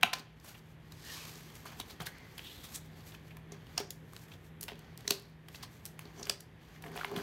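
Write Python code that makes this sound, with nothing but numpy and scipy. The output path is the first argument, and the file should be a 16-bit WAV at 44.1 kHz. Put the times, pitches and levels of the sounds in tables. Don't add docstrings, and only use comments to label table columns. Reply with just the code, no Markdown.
import sys
import numpy as np
from scipy import signal
from scipy.fft import rfft, irfft, next_fast_len
from scipy.io import wavfile
from scipy.ndimage import uniform_filter1d

SR = 44100
rng = np.random.default_rng(int(sys.argv[2]) if len(sys.argv) > 2 else 0)


def to_wav(s):
    ch = np.atleast_2d(s).T
    pcm = np.round(np.clip(ch, -1, 1) * 32767)
    wavfile.write(sys.argv[1], SR, pcm.astype(np.int16))


N = 318402

# frequency in Hz, relative density in dB per Hz.
ROOM_TONE_SPECTRUM = [(25, -23), (50, 3.5), (160, -1), (430, -6.5), (620, -14), (800, -13), (1370, -18.5),
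                      (1800, -13.5), (2500, -20), (3600, -23.5), (4600, -36.5), (9900, -40.5), (11600, -34),
                      (16000, -49)]
ROOM_TONE_DB = -56
# frequency in Hz, width of each filter pass in Hz, level in dB.
HUM_LINES = [(76.5, 19, -69), (114.2, 41, -61.5), (158.75, 4.4, -62), (223.8, 4, -72)]
STEADY_HZ, STEADY_DB = 159.1, -59.5

# start in seconds, peak of the card's ring and slap in dB, card ring in Hz,
# edge crackle in dB re that peak, knock into the table in dB re that peak, frequency that the knock
# favours in Hz, contact length in seconds.
CARD_TAPS = [(0.01, -45.5, 3200, -2, -15, 700, 0.0027), (.023, -32, 2880, -20, -2, 700, 0.0072),
             (0.035, -35.5, 2800, -24, 10, 206, 0.0038), (0.13, -20, 2700, -7.5, -2, 900, 0.0034),
             (0.1336, -20, 4970, -19, 6.5, 910, 0.0026), (.138, -24.5, 4200, -10, 8, 1200, 0.0034),
             (0.184, -34, 3800, -7, -8, 690, 0.0027), (0.194, -35, 4530, -8, 9, 302, 0.0035),
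             (0.399, -52.5, 5020, 3, -5, 390, 0.0018), (0.443, -41.5, 1120, -0.5, 2, 397, 0.0053),
             (0.542, -40.5, 2650, -11, 1, 357, 0.0084), (0.92, -41.5, 5000, -3, -15, 1290, 0.0023),
             (0.943, -60, 9050, 2, -13, 780, 0.0015), (1.354, -43, 6000, -12, 5, 406, 0.0026),
             (1.499, -45, 3214, -3, 1, 1070, 0.0042), (1.552, -53, 5120, 10, -8, 750, 0.004),
             (1.654, -40, 1130, 2.5, 13.5, 1110, .0042), (1.797, -47, 1410, 1, 24.5, 880, 0.0019),
             (1.799, -23.5, 3640, -1.5, -7, 268, 0.0026), (1.809, -38, 3280, -19, 0, 460, 0.0043),
             (1.895, -37.5, 4150, -6, 2, 430, 0.013), (2.001, -32, 1440, -8, 1.5, 140, 0.0019),
             (2.003, -35, 3600, -8, -6, 302, 0.0045), (2.009, -41, 900, -10, 9, 400, 0.0032),
             (2.026, -40, 2800, -1, 7, 700, 0.0048), (2.017, -38, 3370, 0, 10, 700, 0.00406),
             (2.055, -33, 3600, -0.5, -11, 312, 0.0077), (2.068, -32, 1680, -15, -7, 700, 0.0042),
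             (2.063, -26.5, 4440, -2, -12, 316, 0.0056), (2.182, -57, 6030, 10, -9, 395, 0.0022),
             (2.378, -31.5, 3200, -3.5, -11, 760, 0.0045), (2.392, -31.5, 2840, -18, -11, 780, 0.0017),
             (2.631, -39, 3820, 3, -6, 316, 0.018), (2.741, -28.5, 7800, -10, -17, 365, 0.016),
             (3.119, -45, 3500, -9, -17, 420, 0.004), (3.139, -45.5, 1610, -15, -8, 424, 0.005),
             (3.147, -39.5, 2770, -12, -16, 420, 0.0024), (3.304, -48, 2470, -27, -20, 420, 0.0075),
             (3.368, -38.5, 2460, -1, 5.5, 900, 0.0024), (3.5197, -38, 6300, -21, 12.5, 390, 0.0023),
             (3.665, -43.5, 3150, -7, 4, 220, 0.0037), (3.7755, -26.5, 4440, -8, -17, 700, 0.0034),
             (3.799, -30, 3530, 1.5, 15, 398, 0.0036), (3.9048, -39, 7300, 13, -8, 205, 0.0019),
             (3.912, -53, 5380, 13, -12, 230, 0.0029), (4.134, -38.5, 1180, -0.5, -23, 200, 0.00094),
             (4.1642, -34, 4000, -8, 6, 1300, 0.0015), (4.28, -48, 3000, 1, -14, 400, .005),
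             (4.315, -43, 2820, -16, -9, 945, 0.006), (4.335, -44, 3420, -17, -3, 288, 0.0052),
             (4.609, -43, 3020, 8.5, -18, 270, 0.0015), (4.61, -30, 11400, -15, -25, 400, 0.0023),
             (4.624, -43, 4500, 3, -20, 380, 0.0013), (4.6288, -40, 4400, 12, -20, 380, 0.0017),
             (4.629, -34, 11500, -10, -25, 400, 0.0017), (4.637, -43, 3100, 11, 10, 376, 0.0017),
             (4.6811, -31, 3260, -8, -1, 704, 0.0026), (4.685, -32.5, 2900, -9.5, 4, 670, 0.004),
             (4.694, -40, 2000, -10, 9, 700, 0.00404), (4.718, -40, 2500, -10, 17, 416, 0.0011),
             (4.729, -43, 2760, -15, 8, 324, 0.0033), (4.754, -49, 3500, -6, -3, 400, 0.0022),
             (4.7916, -47.5, 3230, 7, -20, 250, 0.0017), (4.9752, -44, 5300, 9, -17, 370, 0.0015),
             (5.007, -44, 4000, -3, -14, 400, 0.0018), (5.052, -44, 2000, -9, 12, 397, 0.0018),
             (5.076, -28, 3940, -4, -16, 395, 0.0023), (5.087, -37, 4000, -24, -6, 407, 0.0014),
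             (5.1058, -17.5, 3480, 0.5, -18, 366, 0.0022), (5.118, -28, 4260, -13, 8, 407, 0.0042),
             (5.151, -42, 4800, -15, -7, 397, 0.0017), (5.197, -50, 4330, 9, -14, 338, 0.0019),
             (5.222, -50, 7000, 5, -9, 204, 0.0015), (5.484, -34.5, 3370, -3.5, -21, 198, 0.0027),
             (5.545, -35, 2700, -14, -19, 200, 0.0027), (5.5534, -38.5, 4630, -13, -3, 232, 0.0056),
             (5.625, -33, 4500, -7, 11.5, 1100, 0.0098), (5.854, -41.5, 5830, 18, -27, 333, 0.00089),
             (5.856, -29.5, 11500, -18, -28, 400, 0.0028), (5.861, -44, 6050, 14.5, -14, 790, 0.002),
             (5.9915, -29.5, 2900, -0.5, -27, 197, 0.0015), (6.052, -44.5, 4140, -24, 14, 325, 0.0032),
             (6.196, -52, 5940, -12, -2, 700, 0.0021), (6.228, -31, 5500, -22, -15, 400, 0.0035),
             (6.24, -41, 4500, -10, -15, 400, 0.002), (6.253, -35.5, 5000, -11, -21, 400, 0.0027),
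             (6.269, -35, 2500, -3, 8, 398, 0.0021), (6.299, -26, 1450, -2, 2.5, 740, 0.0012),
             (6.405, -46.5, 7440, 7.5, -8, 715, 0.0016), (6.756, -46.5, 1900, -23, 5, 1050, 0.012),
             (6.822, -43.5, 4120, 6.5, 0, 395, 0.0025), (6.838, -36, 1910, -14, 6, 740, 0.0028),
             (6.86, -38, 1860, -6.5, -2, 420, 0.0053), (6.881, -46, 3000, -9, -3, 400, 0.0018),
             (6.914, -44, 1800, -6, 1, 700, 0.006), (6.957, -36.5, 1490, -5, 14.5, 690, 0.0025),
             (6.962, -33.5, 2520, -2, -4, 696, 0.0043), (6.975, -31.5, 3270, -16, 6, 720, 0.0015),
             (6.989, -34, 1300, -19, 7, 695, 0.0029), (6.996, -36, 3000, -8, -4, 700, 0.0014),
             (7.009, -28.5, 1450, -19, -13, 950, 0.0038), (7.018, -38, 1400, -10, -5, 1000, 0.0019),
             (7.032, -32, 1210, -12, 0, 1010, 0.0017), (7.046, -20.5, 2000, -14, 8.5, 1030, 0.001),
             (7.05, -36, 1790, 1, -5, 1000, 0.0023), (7.068, -49, 2500, -5, -5, 700, 0.0015),
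             (7.114, -46, 3500, -3, -5, 700, .002), (7.097, -48, 3500, -3, -3, 500, 0.0025),
             (7.114, -36.5, 1060, -10, 17, 392, 0.0016), (7.162, -26.5, 3040, -7, 14, 1330, 0.00255),
             (7.17, -37, 2980, -6, 13.5, 189, 0.001), (7.185, -34, 1600, -12, -3, 400, 0.0027),
             (7.197, -34.5, 1500, -10, -1, 400, 0.0025)]
# start in seconds, peak of the
# card's ring and slap in dB, card ring in Hz, edge crackle in dB re that peak, knock in dB re that peak,
# frequency that the knock favours in Hz, contact length in seconds, spacing of the flutter's rings in Hz.
CARD_SNAPS = [(0.0311, -8, 2310, -4.5, -9, 760, 0.00062, 745),
              (.0334, -8, 2860, -31.5, 4, 735, 0.00077, 945),
              (3.7788, -16, 4960, -10.5, -0.5, 710, 0.00067, 707),
              (5.0786, -16.5, 3980, -11, -2, 395, 0.00075, 2060),
              (5.079, -19, 6100, -23, -5, 395, 0.0011, 2040),
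              (5.1071, -14, 4830, -20.5, 2.5, 367, 0.0018, 2110),
              (6.2964, -16, 4820, -7, -2, 437, 0.0012, 2590)]
SLAP_DB, SLAP_FOLLOWS = -0.5, 0.63
TAP_SLAP_SPAN, SNAP_SLAP_SPAN = 5.1, 2.2
SNAP_FIRST = 2.2
FLUTTER_KEEPS = 0.81
# frequency in Hz, width in Hz, gain in dB.
TABLE_MODES = [(166.5, 32, -5.5), (220, 74, -9.5), (398, 24.6, -8), (561, 54, -16.5), (710, 37, -4.5),
               (892, 154, -14.5), (1000, 45, -13), (1313, 28, -26)]

ROOM_T60_S, ROOM_CUT_HZ, ROOM_DB = 0.36, 1300, -12
ROOM_BUILD_S = 0.012

# crest in seconds, body in dB, sizzle in dB,
# swell in seconds, fade in seconds.
RUB_STROKES = [(.06, -46.5, -74, 0.039, 0.099), (.152, -44.5, -55, 0.021, 0.13),
               (0.406, -74, -78, 0.024, 0.053), (0.485, -55, -49, 0.14, 0.17),
               (.58, -66, -60.5, 0.088, 0.085), (.72, -70, -68, 0.46, 0.077),
               (0.929, -74.5, -80, 0.034, 0.21), (1.12, -55.5, -49, 0.35, 1), (1.3, -71, -58, 0.3, 0.11),
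               (1.39, -74, -65, 0.21, 0.03), (1.552, -65, -56.5, 0.056, 0.32),
               (1.664, -51.5, -55, 0.024, 0.26), (1.806, -65, -49.5, 0.11, 0.047),
               (1.91, -56.5, -55, 0.16, 0.12), (2.013, -48.5, -54, 0.034, 0.084),
               (2.075, -55, -55, 0.041, 0.16), (2.15, -59.5, -75, 0.033, 0.89),
               (2.383, -61, -72, 0.021, 0.35), (2.48, -76, -56, 0.55, 0.95),
               (2.76, -63.5, -48, 0.25, 0.082), (2.86, -74, -60, .06, 0.041),
               (2.975, -62, -63.5, 0.12, 0.35), (3.077, -68, -52.5, 0.084, 0.13),
               (3.145, -62, -58.5, .1, 0.069), (3.29, -66.5, -66.5, 0.3, 0.24),
               (3.528, -55.5, -63, 0.034, 0.077), (3.765, -61, -64, 0.39, 0.03),
               (3.783, -42, -47, 0.016, 0.086), (3.909, -77, -63, 0.036, 0.28),
               (4.151, -69, -62.5, 0.31, 0.27), (4.232, -72, -59, 0.26, 0.11),
               (4.334, -65, -62.5, 0.24, 0.12), (4.468, -85, -64, 0.22, 0.1),
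               (4.62, -77, -55.5, 0.026, 0.18), (4.7, -65, -63, 0.024, 0.077), (4.8, -63, -76, 0.23, 0.99),
               (4.991, -63, -67, 0.04, 0.31), (5.105, -54.5, -45, 0.08, 0.18), (5.3, -73, -70, 0.34, 0.1),
               (5.552, -66, -56, 0.15, 0.23), (5.635, -54, -68, 0.15, 0.08), (5.731, -66, -62, 0.14, 0.39),
               (5.862, -74, -54, 0.043, 0.16), (6.012, -58.5, -64, 0.059, 0.26),
               (6.215, -58, -59, 0.23, 0.083), (6.308, -50.5, -50.5, 0.16, 0.091),
               (6.419, -74, -66, 0.12, 0.11), (6.617, -64.5, -70, 0.033, 0.81),
               (6.761, -62, -66.5, 0.34, 0.094), (6.846, -61, -59, 0.061, 0.23),
               (6.975, -49, -56, 0.12, 0.67), (7.172, -46.5, -49.5, 0.052, 0.22)]
# frequency in Hz, relative density in dB per Hz.
RUB_BODY_SPECTRUM = [(350, 2), (700, 3), (1100, 3.5), (1500, 3.5), (2100, 1.5), (4500, -1.5), (6500, -8.5),
                     (9000, -21)]
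# frequency in Hz, relative density in dB per Hz.
RUB_SIZZLE_SPECTRUM = [(4000, -4.5), (6500, -3.5), (8500, -6), (10200, -11.5), (11600, -1.5), (14500, -9),
                       (15700, -9), (16300, -29)]
# crest in seconds, level in dB, swell in seconds, fade in seconds, frequency in Hz, filter width in Hz.
MAT_SCUFFS = [(.055, -48.5, 0.022, 0.24, 2630, 1770), (1.14, -46.5, 0.17, 0.31, 3600, 4540),
              (3.81, -54.5, 0.051, 0.14, 5170, 2000), (4.69, -52, 0.011, 0.076, 2960, 2000),
              (5.125, -48.5, 0.027, 0.15, 4300, 1610), (6.19, -58, 0.045, 0.091, 6030, 2000),
              (6.31, -51.5, .01, 0.13, 4800, 1800)]
# crest in seconds, level in dB, swell in seconds,
# fade in seconds, frequency in Hz, filter width in Hz.
EDGE_WHISTLES = [(1.1, -51, 0.091, 0.16, 1820, 255), (1.105, -51, 0.068, .06, 2880, 293),
                 (1.17, -57, 0.063, 0.13, 1080, 200), (1.22, -52.5, 0.15, 0.13, 2480, 600),
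                 (1.27, -58.5, 0.19, 0.037, 1100, 200), (2.15, -60.5, 0.18, 0.86, 2030, 398),
                 (2.474, -47.5, 0.078, 0.1, 3250, 1160), (2.56, -59.5, 0.14, 0.52, 3580, 1000),
                 (4.29, -64, 0.031, .06, 1800, 300), (6.198, -56.5, 0.016, 0.014, 5930, 413)]
STROKE_RANGE_DB = 20
STROKE_BEND, SIZZLE_STEEPNESS = 0.96, 1.86

# crest in seconds, level in dB, swell in seconds,
# fade in seconds.
TABLE_DRAGS = [(6.218, -47, 0.1, 0.019), (6.864, -48.5, 0.059, 0.35), (6.97, -47, 0.066, 0.066),
               (7.12, -42.5, 0.025, 0.39), (7.15, -40, 0.1, 0.39)]

CUTOFF_HZ = 16800


def from_db(db):
    return 10 ** (np.asarray(db) / 20)


def rms_one(x):
    return x / np.sqrt(np.mean(x ** 2) + 1e-20)


def drift(rate_hz):
    step, settle = 40, 2000
    r = np.exp(-2 * np.pi * rate_hz * step / SR)
    white = rng.standard_normal(N // step + settle + 2)
    slow = signal.lfilter([1], [1, -2 * r, r * r], white)[settle:]
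    return np.interp(np.arange(N) / step, np.arange(len(slow)), rms_one(slow))


def resonance(x, hz, width_hz):
    r = np.exp(-np.pi * width_hz / SR)
    zeros = np.array([1, 0, -1]) * (1 - r * r) / 2
    poles = [1, -2 * r * np.cos(2 * np.pi * hz / SR), r * r]
    return signal.lfilter(zeros, poles, x)


def narrow(x, hz, width_hz):
    return rms_one(resonance(resonance(x, hz, width_hz), hz, width_hz))


def band(x, low_hz, high_hz):
    sos = signal.butter(2, [low_hz, high_hz], "band", fs=SR, output="sos")
    return signal.sosfilt(sos, x)


def coloured(white, spectrum):
    hz, level_db = np.transpose(spectrum)
    size = next_fast_len(N)
    bins = np.arange(1, size // 2 + 2) * SR / size
    gain = from_db(np.interp(np.log(bins), np.log(hz), level_db))
    return rms_one(irfft(rfft(white, size) * gain, size)[:N])


def strokes(rows, steepness=1.0):
    t, power = np.arange(N) / SR, np.zeros(N)
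    for crest_s, db, swell_s, fade_s in rows:
        away = np.maximum((crest_s - t) / swell_s, (t - crest_s) / fade_s)
        near = away < 4
        fall_db = STROKE_RANGE_DB * steepness * away[near] ** STROKE_BEND
        power[near] += from_db(db - fall_db) ** 2
    return np.sqrt(power)


def room_tone():
    lines = sum(from_db(db) * narrow(rng.standard_normal(N), hz, width) for hz, width, db in HUM_LINES)
    steady_hz = STEADY_HZ + 0.59 * drift(2.56)
    steady = np.sqrt(2) * np.sin(2 * np.pi * np.cumsum(steady_hz) / SR)
    air = coloured(rng.standard_normal(N), ROOM_TONE_SPECTRUM)
    return lines + from_db(STEADY_DB) * steady + from_db(ROOM_TONE_DB) * air


def table(force):
    return sum(from_db(db) * resonance(force, hz, width) for hz, width, db in TABLE_MODES)


def flutter(clicks, t, ring_hz):
    clicks = clicks + SNAP_FIRST * np.abs(clicks).max() * (t == 0)
    return clicks + FLUTTER_KEEPS * np.interp(t - 1 / ring_hz, t, clicks, left=0)


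def taps(sharpness=4.4):
    air, force = np.zeros(N), np.zeros(N)
    t = np.arange(2048) / SR
    for s, db, hz, crackle_db, knock_db, knock_hz, length_s, *spacing_hz in CARD_TAPS + CARD_SNAPS:
        phase = t / length_s
        press = np.minimum(1.1 * phase, 1) * np.exp(-phase ** 1.02)
        unevenness = from_db(6.55 * rng.standard_normal(len(t)))
        clicks = press * rng.standard_normal(len(t)) * unevenness
        for ring_hz in spacing_hz:
            clicks = flutter(clicks, t, ring_hz)

        span = SNAP_SLAP_SPAN if spacing_hz else TAP_SLAP_SPAN
        slap = band(clicks, hz / span, hz * 1.64)
        slap_gain = from_db(SLAP_DB + SLAP_FOLLOWS * crackle_db)
        card = resonance(slap, hz, hz / sharpness) + slap_gain * slap
        crackle = band(clicks, 3000, 14500)
        sound = card / np.abs(card).max() + from_db(crackle_db) * crackle / np.abs(crackle).max()

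        push = np.roll(t == 0, round(length_s * SR)) * 1.0
        knock = narrow(push, knock_hz, knock_hz / 1.6)
        knock = knock / np.abs(knock).max()

        at = round(s * SR)
        n = min(len(t), N - at)
        air[at:at + n] += from_db(db) * sound[:n]
        force[at:at + n] += from_db(db + knock_db) * knock[:n]
    return air + table(force)


def room(x):
    t = np.arange(SR // 2) / SR
    noise = rng.standard_normal(len(t)) * np.minimum(t / ROOM_BUILD_S, 1)
    dull = signal.sosfilt(signal.butter(1, ROOM_CUT_HZ, fs=SR, output="sos"), noise)
    treble = noise - dull
    fall = from_db(-60 * t / ROOM_T60_S)
    tail = dull * fall + treble * fall ** 2
    return signal.fftconvolve(x, tail / np.sqrt(np.sum(tail ** 2)))[:N]


def patchy(x, low_hz, high_hz, patchy_db, rate_hz):
    rings = np.zeros(N)
    for k, hz in enumerate(np.geomspace(low_hz, high_hz, num=14)):
        sign = (-1) ** k
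        rings += sign * from_db(patchy_db * drift(rate_hz)) * resonance(x, hz, hz / 5)
    return rms_one(x + 0.45 * rings)


def pitched(rows, noise):
    return sum(strokes([row[:4]]) * narrow(noise, *row[4:]) for row in rows)


def rubbing():
    rows = np.array(RUB_STROKES)
    grains = (rng.random(N) < 60 / SR) * rng.exponential(0.35, size=N)
    catches = signal.lfilter([1], [1, -0.97], grains)
    roughness = rms_one(from_db(1.6 * drift(120)) + catches)
    slips = rng.standard_normal((4, N)) * roughness

    body_noise = patchy(coloured(slips[0], RUB_BODY_SPECTRUM), 800, 7500, patchy_db=3, rate_hz=25)
    body = strokes(np.delete(rows, 2, axis=1)) * body_noise
    sizzle_gain = strokes(np.delete(rows, 1, axis=1), SIZZLE_STEEPNESS)
    sizzle = sizzle_gain * coloured(slips[1], RUB_SIZZLE_SPECTRUM)
    scuff = pitched(MAT_SCUFFS, slips[3])
    whistle = pitched(EDGE_WHISTLES, slips[2])
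    return body + sizzle + scuff + whistle


def dragging():
    friction = rng.standard_normal(N) * from_db(2.9 * drift(79))
    ringing = table(resonance(friction, 372, 115))
    loudness = np.sqrt(uniform_filter1d(ringing ** 2, size=1000) + 1e-12)
    return strokes(TABLE_DRAGS) * ringing / loudness


def scene():
    tone = room_tone()
    near = taps() + dragging()
    return (tone + near + from_db(ROOM_DB) * room(near) + rubbing())[None]


def record(dry):
    knee_db, share = -43.5, 0.56
    back_db_per_s, lag_s = 62.5, 0.43
    level_db = 10 * np.log10(uniform_filter1d(dry[0] ** 2, size=441) + 1e-12)
    climb = back_db_per_s * np.arange(N) / SR
    held_db = np.maximum.accumulate(level_db + climb) - climb
    r = np.exp(-1 / (lag_s * SR))
    cut_db = signal.lfilter([1 - r], [1, -r], share * np.maximum(held_db - knee_db, 0))
    no_rumble = signal.sosfilt(signal.butter(4, 42, "high", fs=SR, output="sos"), dry)
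    top_cut = signal.cheby2(12, 60, CUTOFF_HZ, fs=SR, output="sos")
    return signal.sosfilt(top_cut, no_rumble * from_db(-cut_db))


dry = scene()
out = record(dry)
to_wav(out)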